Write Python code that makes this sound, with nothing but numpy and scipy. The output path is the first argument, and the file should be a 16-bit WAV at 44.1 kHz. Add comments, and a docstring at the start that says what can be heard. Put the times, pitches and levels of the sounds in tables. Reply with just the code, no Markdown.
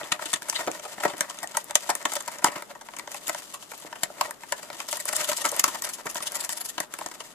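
"""A gerbil gnaws, tears and scratches at the edge of a cardboard box in a cage, close to a phone.
Each contact is impulse excitation: a swarm of breaking fibres cracks in the air and rings the board's modes.
Bedding rustles in between, and one tooth squeaks by stick-slip friction. The cage adds a short echo
over a faint room hush; the direct sound reaches the phone's left port first."""
import sys
import numpy as np
from scipy import signal
from scipy.fft import rfft, irfft, next_fast_len
from scipy.io import wavfile
from scipy.ndimage import uniform_filter1d

SR = 44100
rng = np.random.default_rng(int(sys.argv[2]) if len(sys.argv) > 2 else 0)


def to_wav(s):
    """Save 16-bit WAV."""
    ch = np.atleast_2d(s).T  # columns
    pcm = np.round(np.clip(ch, -1, 1) * 32767)  # PCM
    wavfile.write(sys.argv[1], SR, pcm.astype(np.int16))


N = 323694
FRAME, LEAD = 8192, 1536  # samples per contact, and before its peak
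FRAME_MS = (np.arange(FRAME) - LEAD) * 1000 / SR  # time from the peak
AIR_PATH = dict(scattered=0.98, lag_samples=6, pan_db=3.5)
BOARD_PATH = dict(scattered=0.29, lag_samples=3, pan_db=1.5)


def undb(db):
    """Decibels to amplitude ratio."""
    return 10 ** (np.asarray(db) / 20)


def level(x, db):
    """Normalisation to an rms level."""
    return x * undb(db) / np.sqrt(np.mean(x ** 2))


def walk(rate):
    """Slow random modulation: values held for 1 / rate seconds and smoothed twice."""
    hold = int(SR / rate)
    steps = np.repeat(rng.standard_normal(N // hold + 1), hold)
    return uniform_filter1d(uniform_filter1d(steps, hold), hold)[:N]


def fibres(size, per_s, scatter_db):
    """Poisson impulses of either sign; a positive scatter makes a few much larger than the rest."""
    snaps = (rng.random(size) < per_s / SR) * rng.standard_normal(size)
    return snaps * undb(scatter_db * np.minimum(rng.exponential(size=size), 5))


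def modes(table, size, detune=0):
    """Damped resonators, one response each; alternating signs keep the valleys of their sum shallow."""
    hz, width, db = np.array(table, float).T[:, :, None]
    hz = hz * (1 + detune * rng.standard_normal(hz.shape))
    f = np.fft.rfftfreq(size, 1 / SR)
    sign = (-1.) ** np.arange(len(table))[:, None]
    return sign * undb(db) * 1j * f * width / (hz ** 2 - f ** 2 + 1j * f * width)


def ports(push, scattered, lag_samples, pan_db):
    """Path difference: the right port gets the push later, weaker and scattered by fur and straw."""
    flip = np.sign(rng.standard_normal(len(push)))
    far = np.roll(push * (np.sqrt(1 - scattered ** 2) + scattered * flip), lag_samples)
    return np.array([push * undb(pan_db / 2), far * undb(-pan_db / 2)])


def ring(push, response, db, window):
    """Forced response, scaled so that its highest rms over `window` samples is db."""
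    sound = irfft(rfft(push) * response, FRAME)
    power = uniform_filter1d(np.mean(sound ** 2, axis=0), size=window)
    return sound * undb(db) / np.sqrt(power.max())


def at_time(s, frame):
    """Time shift that puts the peak of a frame's push at s seconds."""
    start = int(s * SR)
    return np.pad(frame, ((0, 0), (start, N - start)))[:, LEAD:LEAD + N]


# The room's noise spectrum. Each row: frequency in Hz, relative spectral density in dB.
HUSH_SPECTRUM = [(15, -51), (25, -2), (59, -14), (200, 2.5), (1150, 0), (4260, -18.5), (7680, -20),
                 (12800, -16), (15000, -28)]

def room_hush():
    """Partly coherent noise: a faint, wavering hush of which the two ports share a part."""
    size = next_fast_len(N)
    hz, db = np.transpose(HUSH_SPECTRUM)
    colour = undb(np.interp(np.log(np.fft.rfftfreq(size, 1 / SR) + 1), np.log(hz), db))
    own, shared = rng.standard_normal((2, size)), rng.standard_normal(size)
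    hush = irfft(rfft(own + 0.69 * shared) * colour, size)[:, :N] * undb(1.1 * walk(15))
    return level(hush * undb([[1.5], [-1.5]]), db=-52)


# Resonances of the straw, the board and the whole box.
# Each row: frequency in Hz, bandwidth in Hz, relative gain in dB.
STRAW_MODES = [(2880, 1340, -2), (4840, 2850, -2), (6600, 760, 2), (7710, 970, 0.5), (11000, 4000, -5),
               (14050, 1900, -11)]
BOARD_MODES = [(578.4, 100, 5.5), (704.5, 140, 4.5), (824, 129, 4.5), (942, 144, 2.5), (1132, 150, 6),
               (1241, 115, 0.5), (1824, 105, 6), (1932, 167, 1.5), (2530, 276, -2), (1200, 1050, -2.5)]
BOX_MODES = [(159, 186, -13.5), (213, 44, -5.5), (292, 140, -4), (337, 124, 5.5)]
# Bedding and slow chewing. Each row: time in seconds, relative straw and board levels in dB.
RUSTLE_LEVELS = [(0.0, -43.5, -37), (0.15, -47, -42.5), (0.3, -41.5, -45), (0.45, -45.5, -46),
                 (0.55, -40.5, -45), (0.63, -46.5, -45.5), (0.72, -45, -46), (0.9, -49, -50),
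                 (1.0, -48, -50), (1.16, -45, -44), (1.27, -45.5, -45), (1.45, -49, -45.5),
                 (1.6, -44.5, -53.5), (1.73, -57, -50), (1.77, -49, -60), (1.88, -43.5, -44),
                 (2.03, -51, -50), (2.08, -41.5, -40), (2.2, -43, -51), (2.249, -54, -49.5),
                 (2.33, -46, -47), (2.42, -44.5, -37), (2.49, -45, -38), (2.6, -52.5, -47),
                 (2.68, -56.5, -72), (3.02, -54.5, -53), (3.17, -46.5, -49), (3.45, -46, -58),
                 (3.68, -53, -63), (3.8, -42.5, -53), (3.9, -58, -57), (4.0, -46, -52), (4.15, -48, -45.5),
                 (4.28, -43.5, -46.5), (4.38, -59, -60.5), (4.561, -42, -48.5), (4.68, -50.5, -47.5),
                 (4.93, -42, -52.5), (5.04, -45, -60), (5.1, -40, -38), (5.3, -36.5, -44.5),
                 (5.43, -41, -42), (5.55, -40, -40), (5.7, -43.5, -47.5), (5.8, -44, -48),
                 (6.02, -49, -48.5), (6.2, -45.5, -46), (6.46, -46.5, -46.5), (6.68, -47.5, -55.5),
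                 (6.75, -52, -61), (6.82, -48, -50), (6.9, -56.5, -64), (7.05, -46.5, -49),
                 (7.34, -52, -59.5)]

def rustle():
    """Modulated shot noise: clumps of small crackles excite the modes of straw and card."""
    s, straw_db, board_db = np.transpose(RUSTLE_LEVELS)
    t, size = np.arange(N) / SR, next_fast_len(N)
    clumps = 1.31 * walk(50) + 0.5 * walk(200)
    straw = fibres(N, per_s=6000, scatter_db=2.2) * undb(4.2 * clumps)
    card = fibres(N, per_s=1500, scatter_db=2.5) * undb(5.7 * clumps + 1.13 * walk(30))
    faint_box = [(hz, width, db - 6.5) for hz, width, db in BOX_MODES]  # light touches hardly move it
    out = 0
    for push, table, db in ((ports(straw, **AIR_PATH), STRAW_MODES, straw_db),
                            (ports(card, **BOARD_PATH), BOARD_MODES + faint_box, board_db)):
        sound = irfft(rfft(push, size) * modes(table, size).sum(axis=0), size)[:, :N]
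        out = out + level(sound, 0) * undb(np.interp(t, s, db))
    return out


def fracture(rise_ms, fall_ms, trail):
    """Fibre fracture under a swelling and fading load; gives the push on the card and on the air."""
    # a slow drag is finer, and its fibres give way in bunches
    swarm = fibres(FRAME, per_s=9000 + 1200 * rise_ms, scatter_db=2 / (1 + 0.03 * rise_ms))
    hold = int(SR / 600)
    bunches = np.repeat(rng.standard_normal(FRAME // hold + 1), hold)[:FRAME]
    swarm = swarm * undb(4 * min(rise_ms / 6, 1) * bunches)
    before_ms, falls = np.minimum(FRAME_MS, 0), np.maximum(FRAME_MS, 0) / fall_ms
    creak = min(0.11 * rise_ms, 0.15) * np.exp(before_ms / 4) * (FRAME_MS < 0)
    swell = np.exp(-(before_ms / rise_ms) ** 2) + creak
    fade = np.exp(-falls ** 2) + trail * np.exp(-falls / 2.77)  # late fibres trail off
    push = swarm * swell * fade
    clean_break = 2.2 * np.exp(-(rise_ms + fall_ms) / 4.5)  # strongest in sudden contacts
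    push[LEAD] += clean_break * np.sqrt(np.sum(push ** 2))
    return push, push * np.exp(-falls / 11)  # the crack in the air stops sooner than the crushing


HARD_DB = -12  # table level that divides soft contacts from hard ones
# Resonances of the airborne crack. Each row: frequency in Hz, bandwidth in Hz, relative gain in dB.
CRACK_MODES = [(2776, 790, -4), (3300, 915, -0.5), (5250, 1380, -5.5), (6600, 610, 1), (7820, 910, 0),
               (9120, 930, -2), (10520, 1300, -5), (12800, 3500, -16.5)]
# Tearing card cracks low, scrabbled straw high. Each row: time in seconds, gain of the low crack
# modes in dB; the highest modes move the opposite way.
CRACK_BALANCE = [(0.0, 2.5), (4.8, -4), (5.1, -2.5), (6.0, -3.5), (6.2, -3.5), (6.72, -5.5), (6.78, -1),
                 (7.34, 3.5)]
# The place of contact on the edge favours the board modes near one tone.
# Each row: time in seconds, base tone in Hz, spread in octaves.
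CONTACT_PLACES = [(0.12, 1840, 0.57), (0.33, 1300, 1.8), (0.67, 710, 1.3), (1.1, 880, 2.4),
                  (1.75, 950, 2.4), (1.89, 704, 1.46), (2.05, 1100, 1.8), (2.44, 1190, 0.88),
                  (3.3, 1020, 2.2), (4.0, 1100, 0.65), (4.6, 1140, 1.1), (5.45, 1090, 2.3),
                  (5.53, 610, 0.5), (5.64, 1110, 0.5), (6.1, 1220, 1.2), (7.0, 850, 1.5)]

def contact(s, crack_db, board_db, thud_db, rise_ms, fall_ms, tilt_db_per_octave, trail):
    """Modal excitation: one fracture drives crack, board and box, their modes shifting with the place."""
    tables = CRACK_MODES, BOARD_MODES, BOX_MODES
    crack, board, box = (modes(table, FRAME, detune=0.035) for table in tables)
    crack_hz, board_hz = np.array(CRACK_MODES)[:, 0], np.array(BOARD_MODES)[:, 0]
    push, crackle = fracture(rise_ms, fall_ms, trail)

    place_s, tones, spreads = np.transpose(CONTACT_PLACES)
    # the board sounds higher when the crack outweighs it
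    tone_hz = np.interp(s, place_s, tones) * 2 ** (0.04 * (crack_db - board_db))
    nearness = np.exp(-np.abs(np.log2(board_hz / tone_hz)) / np.interp(s, place_s, spreads))
    scatter_db = 1 + 0.076 * max(HARD_DB - board_db, 0)  # softer touches differ more in colour
    board_gains = nearness * undb(scatter_db * rng.standard_normal(len(board)))

    tilt_db = tilt_db_per_octave * np.log2(crack_hz / 6500)
    low, high = crack_hz < 4290, crack_hz > 10000
    balance_db = (low - 1.23 * high) * np.interp(s, *np.transpose(CRACK_BALANCE))
    crack_gains = undb(2 * rng.standard_normal(len(crack)) + tilt_db + balance_db)

    in_card = ports(np.roll(push, 20), **BOARD_PATH)  # the board answers just after the crack
    sound = ring(ports(crackle, **AIR_PATH), crack_gains @ crack, crack_db, window=60)
    sound += ring(in_card, board_gains @ board, board_db, window=90)
    sound += ring(in_card, box.sum(axis=0), thud_db, window=300)
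    return at_time(s, sound)


# Sudden bites and knocks. Each row: peak time in seconds, relative crack, board and box thud levels
# in dB, fall time in ms, spectral tilt of the crack in dB per octave.
BITES = [(0.033, -34, -49, -42, 2.7, -16), (0.042, -37, -49, -55, 2.1, -4),
         (0.2577, -29.5, -49, -42, 3.9, 17), (0.3318, -21.5, -27, -50, 2.4, 7),
         (0.3372, -16.5, -27, -42.5, 5, 2), (0.421, -34.5, -34.5, -55, 1.4, 4),
         (0.429, -35, -50, -52, 1.5, 4), (0.4862, -32, -41, -54, 12, 12),
         (0.498, -16.5, -35, -59, 2.1, 3.5), (0.527, -34, -31.5, -54, 4.2, 2),
         (0.5952, -37, -45, -57, 5.6, -4), (0.667, -35, -44, -42, 2, 5),
         (0.6739, -38.5, -23.5, -29, 7.9, 4), (0.7156, -27.5, -47, -47, 0.72, -1),
         (0.942, -41, -50, -58, 3.5, -2), (0.9798, -45, -36.5, -45, 4.8, -2),
         (1.0352, -31, -24, -46, 5.7, 14), (1.0516, -33, -16, -24, 5.9, 2), (1.0796, -36, -37, -41, 13, -4),
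         (1.0967, -36, -33, -47, 16, -4), (1.1343, -54, -38.5, -41.5, 9, 3), (1.181, -33, -49, -51, 1.9, 6),
         (1.208, -15.5, -21.5, -44, 2.7, 7.5), (1.308, -35, -43, -63, 2.8, -1),
         (1.388, -31.5, -47, -57, 2.9, -4), (1.431, -30.5, -31, -49, 8.1, 4),
         (1.474, -30.5, -56, -67, 1.1, 2), (1.57, -17.5, -22, -56, 4.3, 5.5),
         (1.643, -34, -58, -72, 0.79, 17), (1.7089, -26.5, -32.5, -64, 2.2, 3),
         (1.7545, -6.5, -20, -43.5, 3.1, 1.5), (1.8919, -31, -20.5, -35, 8.3, 12),
         (1.9526, -20.5, -33, -44, 1.1, 8), (2.027, -36.5, -60, -55, 1.4, 7),
         (2.0541, -20.5, -19, -37.5, 3.8, 0), (2.1193, -28.5, -32.5, -50, 5.8, 3),
         (2.136, -24, -34, -61, 2.5, 5), (2.155, -24, -34, -61, 5.1, 6), (2.224, -37, -62, -69, 1.5, 10),
         (2.278, -29.5, -30.5, -63, 3.1, 5), (2.316, -39, -42, -65, 9.6, 5), (2.386, -34, -54, -60, 1.5, 2),
         (2.42, -43, -51, -58, 1.8, 5), (2.4444, -10, -14, -29, 2, 3.5), (2.4844, -33, -41, -39, 2.9, -18),
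         (2.558, -41, -33.5, -41.5, 9.6, -10), (2.623, -35, -33.5, -53, 0.58, 7),
         (2.887, -41.5, -36.5, -63, 1.1, -8), (2.9363, -42, -37.5, -64, 1.4, -12),
         (2.966, -33.5, -42, -60, 4.2, -4), (2.987, -31.5, -38, -51, 8.4, 3),
         (2.9952, -32.5, -33, -57, 1.6, -6), (3.075, -36, -35, -53, 2.8, -9),
         (3.1168, -34, -41, -65, 5.8, 6), (3.1447, -32, -33, -65, 3.2, 3), (3.281, -22.5, -38, -46, 2.7, 4),
         (3.3472, -29.5, -30, -57, 2.9, -1.5), (3.392, -55, -53, -60, 1.5, 7),
         (3.421, -49, -47, -65, 0.82, 1), (3.54, -33, -36.5, -63, 11, 0.5),
         (3.625, -39, -45.5, -76, 6.6, -3), (3.717, -38, -37, -63, 5.4, 4), (3.736, -48, -40, -60, 2, 1),
         (3.778, -39, -55, -71, 2, 8), (3.801, -42, -49, -71, 5.6, 5), (3.8477, -58, -40, -43.5, 2.4, 0),
         (3.928, -39.5, -33, -64, 4.2, -10), (3.956, -43, -40, -55, 11, -9),
         (4.034, -17, -22.5, -41, 3.2, 1), (4.2114, -18.5, -16.5, -50, 2.5, -5.5),
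         (4.309, -28.5, -34, -75, 1.5, 8), (4.435, -41.5, -37, -60, 1.6, -6),
         (4.487, -45, -51, -68, 18, -1), (4.523, -20.5, -23.5, -45, 2.7, -5.5),
         (4.702, -38, -31.5, -49, 1.6, -9), (4.7299, -38, -42, -52, 6.5, -6),
         (4.803, -25.5, -33.5, -67, 1.8, -9.5), (4.9287, -23, -27, -55, 4.7, -3),
         (4.972, -30, -37, -69, 4.8, 16), (5.055, -23, -34.5, -59, 2.6, 10),
         (5.165, -17, -33, -67, 3.4, 10.5), (5.449, -45, -25, -58, 3.4, 2),
         (5.5169, -24.5, -55, -53, 2.1, 5), (5.5644, -26, -45, -54, 3.3, 15),
         (5.5958, -13, -28.5, -53, 4.4, -2), (5.641, -11.5, -15, -40, 2.7, -3),
         (5.678, -26.5, -31.5, -40, 13, -1), (5.8218, -24.5, -35, -61, 3.5, 4),
         (5.8899, -30.5, -39, -77, 12, 3), (6.056, -38, -34.5, -37, 10.5, 8),
         (6.112, -33, -59, -58, 1.8, 9), (6.1462, -31.5, -47, -68, 5.2, 4),
         (6.2047, -37, -33.5, -50, 3.4, -4), (6.3202, -28.5, -49, -63, 4.5, 3),
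         (6.3683, -29, -49, -51, 4.4, -3), (6.493, -23, -32.5, -57, 2, -3),
         (6.5003, -31, -39.5, -65, 23, -5.5), (6.7805, -27.5, -27.5, -41.5, 5.1, -7.5),
         (6.8028, -21, -26.5, -40, 2.5, 3.5), (6.939, -27.5, -33, -45.5, 1.9, 9),
         (6.987, -33, -36, -48, 6.9, 7), (7.0617, -28.5, -31, -41, 2.8, 4.5),
         (7.087, -37, -47, -56, 1.4, 5), (7.114, -39, -39.5, -49.5, 5.2, 6)]

def bites():
    """Impulsive loading: teeth break the card abruptly, and the hardest bites break it faster."""
    out = 0
    for s, crack_db, board_db, thud_db, fall_ms, tilt in BITES:
        rise_ms = 1.3 * undb(-0.2 * max(crack_db - HARD_DB, 0))
        out += contact(s, crack_db, board_db, thud_db, rise_ms, fall_ms, tilt, trail=0.28)
    return out


# Scrapes. Each row: peak time in seconds, relative crack and board levels in dB, rise time in ms.
SCRAPES = [(0.1239, -18, -21.5, 4.2), (0.362, -33, -37, 5), (0.56, -29, -39.5, 14.3),
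           (0.629, -51, -40, 3.3), (0.644, -43, -42, 3.6), (0.798, -37, -39, 3.2), (0.194, -54, -33, 4.9),
           (0.263, -31.5, -39, 9.1), (0.8532, -36, -34.5, 9.3), (1.006, -35, -33, 5.5),
           (1.299, -32, -36, 6.2), (1.5498, -46, -32.5, 7.4), (1.902, -20.5, -24.5, 8.2),
           (2.1653, -26, -29, 5.5), (2.207, -31, -37, 4), (2.284, -35.5, -31.5, 4.8),
           (2.461, -31, -23, 13.5), (2.476, -32.5, -31, 7.7), (2.523, -38, -37.5, 8),
           (2.7055, -55, -39.5, 12), (2.7548, -50, -39.5, 6.1), (2.8157, -44, -43, 7.1),
           (3.272, -29, -42, 3.8), (3.2942, -22.5, -23.5, 6.4), (4.1008, -57, -36.5, 1.8),
           (4.288, -52, -39.5, 10), (4.631, -37.5, -38.5, 3.6), (4.8885, -29.5, -38, 3.7),
           (5.131, -25, -30, 5.5), (5.191, -34.5, -36, 15), (5.318, -28, -29, 4.5),
           (5.458, -18.5, -21.5, 14.1), (5.5259, -38, -30.5, 6.5), (5.751, -35.5, -32.5, 5.9),
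           (5.847, -26.5, -35.5, 8.9), (5.9418, -30.5, -60, 14), (6.069, -32, -29, 3.2),
           (6.1, -30.5, -47, 6.8), (6.157, -30.5, -29, 2.4), (6.173, -28.5, -42, 13),
           (7.0118, -38, -29, 5.2), (7.206, -33.5, -36, 5.4)]

def scrapes():
    """Gradual loading: a drag over the card swells to a peak and fades a little faster."""
    return sum(contact(s, crack_db, board_db, thud_db=board_db - 19, rise_ms=rise_ms,
                       fall_ms=0.85 * rise_ms, tilt_db_per_octave=-1.5, trail=0.18)
               for s, crack_db, board_db, rise_ms in SCRAPES)


# Resonances of the squeak. Each row: frequency in Hz, bandwidth in Hz, relative gain in dB.
SQUEAK_MODES = [(3840, 240, 3.5), (4750, 400, -8), (2000, 190, -3.5)]

def tooth_squeak():
    """Stick-slip friction: a tooth slides over the glossy face and excites a few narrow resonances."""
    slips = fibres(FRAME, per_s=11000, scatter_db=-8) * np.exp(-(FRAME_MS / 6.5) ** 2)
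    push = ports(slips, scattered=0.29, lag_samples=6, pan_db=3.5)
    return at_time(0.562, ring(push, modes(SQUEAK_MODES, FRAME).sum(axis=0), db=-25, window=90))


# Paw strokes. Each row: peak time in seconds, relative crack and board levels in dB.
PAW_STROKES = [(4.918, -30, -68), (5.005, -30, -37.5), (5.085, -22, -28.5), (5.1609, -25.5, -55),
               (5.2136, -30, -32.5), (5.246, -25, -40), (5.2923, -26.5, -27.5), (5.331, -25.5, -32.5),
               (5.372, -25.5, -46), (5.4155, -26.5, -34.5), (5.492, -23.5, -46), (6.2327, -28, -40),
               (6.274, -26, -43.5), (6.3557, -24.5, -34.5), (6.406, -29, -49), (6.449, -25, -38.5),
               (6.527, -26, -42), (6.5763, -29.5, -44.5), (6.6136, -27.5, -40), (6.6576, -30, -45),
               (6.696, -30.5, -46)]

def paw_strokes():
    """Repeated excitation: claws sweep through the bedding in runs of about 24 strokes a second."""
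    return sum(contact(s, crack_db, board_db, thud_db=board_db - 24, rise_ms=11,
                       fall_ms=9, tilt_db_per_octave=-0.7, trail=0.08)
               for s, crack_db, board_db in PAW_STROKES)


def cage_echo(x, bass_t60_s=0.12, echo_db=-8.5):
    """Reverberation: a short, dense exponential tail, different at each port and longer in the bass."""
    t = np.arange(SR // 4) / SR
    noise = rng.standard_normal((2, len(t)))
    low = signal.lfilter(*signal.butter(N=1, Wn=1800, fs=SR), noise)
    tail = low * undb(-60 * t / bass_t60_s) + (noise - low) * undb(-60 * t / (0.47 * bass_t60_s))
    tail = tail * (t > .0004)
    tail = tail * undb(echo_db) / np.sqrt((tail ** 2).sum(axis=1, keepdims=True))
    return signal.fftconvolve(x, tail, axes=1)[:, :N]


def scene():
    """Superposition: the gerbil to the left of the phone, its echo in the cage and the room's hush."""
    direct = bites() + scrapes() + paw_strokes() + rustle() + tooth_squeak()
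    return undb(2) * (direct + cage_echo(direct)) + room_hush()


def record(dry):
    """Notch filtering and band limiting: the ports dip the low treble; the phone clips and cuts the top."""
    right_only = np.array([[0], [1.3]])  # above 1, the band inverts as it weakens
    dry = dry - right_only * signal.lfilter(*signal.iirpeak(2470, Q=9.3, fs=SR), dry)
    dry = dry - 1.5 * signal.lfilter(*signal.iirpeak(4290, Q=25, fs=SR), dry)
    low_pass = signal.ellip(12, .5, 95, Wn=14800, fs=SR, output="sos")
    return signal.sosfilt(low_pass, np.clip(dry, -1, 1))


dry = scene()
out = record(dry)
to_wav(out)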